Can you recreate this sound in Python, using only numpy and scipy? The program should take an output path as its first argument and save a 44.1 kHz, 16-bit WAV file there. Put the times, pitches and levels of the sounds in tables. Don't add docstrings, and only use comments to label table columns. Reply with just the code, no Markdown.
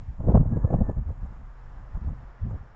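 import sys
import numpy as np
from scipy import signal
from scipy.fft import rfft, irfft, next_fast_len
from scipy.io import wavfile
from scipy.ndimage import uniform_filter1d

SR = 44100
rng = np.random.default_rng(int(sys.argv[2]) if len(sys.argv) > 2 else 0)


def digitize_waveform(pressure):
    field = np.atleast_2d(pressure).T
    bounded = np.clip(field, -1, 1)
    quanta = np.round(bounded * 32767).astype(np.int16)
    wavfile.write(sys.argv[1], SR, quanta)


N = 121275

# time in seconds, rumble level in dB.
WIND_PRESSURE = [(0, -34), (.05, -39.5), (.17, -39.5), (.28, -28.5), (.45, -30.5), (.62, -30.5),
                 (.8, -28.5), (.87, -30), (1.06, -43.5), (1.17, -38), (1.35, -39), (1.58, -44.5),
                 (1.72, -39.5), (1.82, -39), (1.88, -42.5), (2.1, -41), (2.2, -39.5), (2.36, -50),
                 (2.5, -46), (2.75, -49)]
# time of the peak in seconds, length in seconds,
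# then the strengths of its thump, its rasp and its puff in dB.
EDDY_HITS = [(0.093, 0.026, -30.5, -82, -80), (0.206, 0.017, -23.5, -43, -54.5),
             (0.244, 0.016, -26, -37.5, -68), (0.276, 0.021, -17, -37.5, -64.5),
             (0.292, 0.015, -13.5, -27, -43), (0.305, 0.012, -18, -26.5, -39.5),
             (0.321, 0.0094, -18.5, -26, -55), (0.347, 0.014, -10, -33.5, -41),
             (0.356, 0.014, -8, -15.5, -31), (0.374, 0.014, -12, -25, -36), (0.408, 0.03, -15, -35, -58),
             (0.412, 0.0078, -11.5, -45.5, -51.5), (0.473, 0.038, -21.5, -44, -68.5),
             (0.528, 0.024, -19, -40, -55), (0.573, 0.021, -17, -35, -54),
             (0.649, 0.013, -10.5, -31, -44.5), (0.717, 0.026, -22, -31.5, -52),
             (0.74, 0.013, -20, -24, -41), (0.754, 0.018, -15.5, -37, -50),
             (0.787, 0.0087, -18.5, -40.5, -57), (0.816, 0.016, -12.5, -29.5, -58.5),
             (0.894, 0.013, -19.5, -32, -51), (0.914, 0.014, -27.5, -40.5, -50),
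             (0.983, 0.028, -21, -48.5, -64), (1.022, 0.019, -23.5, -58.5, -73),
             (1.074, 0.021, -27.5, -52.5, -74), (1.097, 0.018, -24, -52.5, -51.5),
             (1.114, 0.02, -30, -46.5, -58), (1.242, 0.03, -28.5, -56.5, -75),
             (1.26, 0.012, -48, -62, -52.5), (1.955, 0.019, -27, -66, -52.5),
             (1.974, 0.014, -26, -52.5, -52), (2.025, 0.02, -27, -57.5, -84),
             (2.046, 0.0071, -25, -50, -72), (2.073, 0.022, -23, -52, -64), (2.089, 0.019, -30, -54, -52),
             (2.116, 0.038, -29, -51.5, -74), (2.44, 0.031, -22.5, -65.5, -75),
             (2.471, 0.036, -25, -50.5, -74), (2.497, 0.009, -35, -54, -54),
             (2.512, 0.011, -27.5, -44.5, -49), (2.529, 0.016, -26.5, -52.5, -67.5),
             (2.554, 0.037, -30, -52, -66), (2.609, 0.015, -33, -79, -79.5)]
# frequency in Hz, relative strength there in dB.
RUMBLE_COLOUR = [(10, -13.5), (22, 1), (45, 2), (75, -10), (130, -13), (200, -24), (320, -34), (600, -51.5),
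                 (1500, -74)]
RUSH_COLOUR = [(40, 14), (200, -4.5), (400, -2), (800, 0.5), (1200, -0.5), (1700, -5.5), (2400, -19),
               (3300, -26), (4400, -31), (5400, -28.5), (6200, -35), (7300, -42), (8500, -57)]
THUMP_COLOUR = [(12, -21.5), (28, -4), (55, 1.5), (110, -0.5), (170, -7), (245, -13.5), (330, -28),
                (600, -51.5), (1500, -91.5)]
RASP_COLOUR = [(100, -17.5), (230, 6), (335, -0.5), (450, 1.5), (630, -0.5), (850, -14), (1250, -37),
               (1800, -42), (2600, -49.5), (5000, -63)]
# time in seconds, level in dB before the treble boost.
RUSH_LEVEL = [(0, -64.5), (.15, -58.5), (.6, -55), (1.1, -57.5), (1.5, -55.5), (2.0, -54), (2.4, -53.5),
              (2.75, -55)]
# time in seconds, boost in dB (below zero is a cut).
BACKGROUND_TREBLE = [(0, 15), (.2, 3.5), (.45, -2), (.95, 1), (1.15, 4), (2.75, 2)]
# time in seconds, pitch in Hz, level in dB.
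EDGE_WHISTLE = [(.38, 1667, -105), (.53, 1645, -65.5), (.66, 1720, -62.5), (.77, 1770, -62),
                (.88, 1798, -63.5), (1.0, 1766, -77.5), (1.15, 1776, -105)]


def undb(db):
    return 10 ** (np.asarray(db) / 20)


def unit(x):
    return x / np.sqrt(np.mean(x ** 2))


def curve(table, column=1):
    rows = np.array(table)
    return np.interp(np.arange(N) / SR, rows[:, 0], rows[:, column])


def noise(gain):
    size = next_fast_len(N)
    hz = np.maximum(np.arange(size // 2 + 1) * SR / size, 1)
    spectrum = rfft(rng.standard_normal(size)) * gain(hz)
    return unit(irfft(spectrum, size)[:N])


def coloured(colour):
    hz, db = np.array(colour).T
    return noise(lambda f: undb(np.interp(np.log(f), np.log(hz), db)) / np.maximum(f / hz[-1], 1) ** 2)


def band(centre_hz, width_hz):
    return noise(lambda f: 1 / (1 + ((f - centre_hz) / width_hz) ** 2) ** 2)


def eddies(colour, window_s=0.019, evenness=0.66):
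    swings = coloured(colour)
    power = uniform_filter1d(np.abs(signal.hilbert(swings)) ** 2, int(window_s * SR))
    return unit(swings / (power + 1e-9) ** (evenness / 2))


def hit_powers(wind_db):
    t = np.arange(N) / SR
    thump, puff = np.zeros(N), np.zeros(N)
    strong_wind_db = -31.5
    rasp = undb(-50.5 + 3.1 * (wind_db - strong_wind_db)) ** 2
    for peak_s, length_s, thump_db, rasp_db, puff_db in EDDY_HITS:
        swell = np.exp(-(2 * (t - peak_s) / length_s) ** 2)
        thump += swell * undb(thump_db) ** 2
        rasp += swell * undb(rasp_db) ** 2
        puff += swell * undb(puff_db) ** 2
    return thump, rasp, puff


def wind_rumble(wind_db, wander_db=1.5):
    return undb(wind_db + wander_db * band(0, width_hz=43)) * eddies(RUMBLE_COLOUR)


def field_rush(wander_db=0.7):
    return coloured(RUSH_COLOUR) * undb(curve(RUSH_LEVEL) + wander_db * band(0, width_hz=14))


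def treble_dip(sound, treble_hz=1950):
    body = signal.sosfiltfilt(signal.butter(4, treble_hz, fs=SR, output="sos"), sound)
    return body + undb(curve(BACKGROUND_TREBLE)) * (sound - body)


def machine_hum(level_db=-55.5):
    return undb(level_db) * band(125.5, width_hz=8)


def air_hiss(puff_gain):
    return undb(-57) * puff_gain ** 0.46 * band(6920, width_hz=1000)


def eddy_thumps(thump_power, rasp_power, dull_hz=113, trim_db=-1.5):
    bright = eddies(THUMP_COLOUR)
    dull = unit(signal.sosfiltfilt(signal.butter(2, dull_hz, fs=SR, output="sos"), bright))
    rasp_db = 10 * np.log10(rasp_power)
    bright_share = .5 + .5 * np.tanh((rasp_db + 53) / 10.5)
    swings = bright_share * bright + (1 - bright_share) * dull
    return undb(trim_db) * np.sqrt(thump_power) * swings


def fluttering_rasp(power, flutter_limit_db=12):
    flutter = np.tanh(band(0, width_hz=153) / 2)
    spurts = unit(undb(flutter_limit_db * flutter))
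    return np.sqrt(power) * spurts * eddies(RASP_COLOUR)


def papery_puffs(gain):
    return gain * band(880, width_hz=482)


def edge_whistle(waver_hz=24.4, width_hz=30):
    pitch_hz = curve(EDGE_WHISTLE) + waver_hz * band(0, width_hz=15)
    phase = 2 * np.pi * np.cumsum(pitch_hz) / SR
    tone = band(0, width_hz) * np.cos(phase) + band(0, width_hz) * np.sin(phase)
    return unit(tone) * undb(curve(EDGE_WHISTLE, column=2))


def scene():
    wind_db = curve(WIND_PRESSURE)
    thump_power, rasp_power, puff_power = hit_powers(wind_db)
    puff_gain = np.sqrt(puff_power + undb(wind_db - 25) ** 2)
    background = wind_rumble(wind_db) + treble_dip(field_rush()) + machine_hum() + air_hiss(puff_gain)
    hits = eddy_thumps(thump_power, rasp_power) + fluttering_rasp(rasp_power) + papery_puffs(puff_gain)
    return (background + hits + edge_whistle())[None, :]


def record(dry, ceiling=0.62, top_hz=8500):
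    rounded = dry / (1 + (dry / ceiling) ** 4) ** .25
    return signal.sosfilt(signal.ellip(8, .2, 70, top_hz, fs=SR, output="sos"), rounded)


dry = scene()
out = record(dry)
digitize_waveform(out)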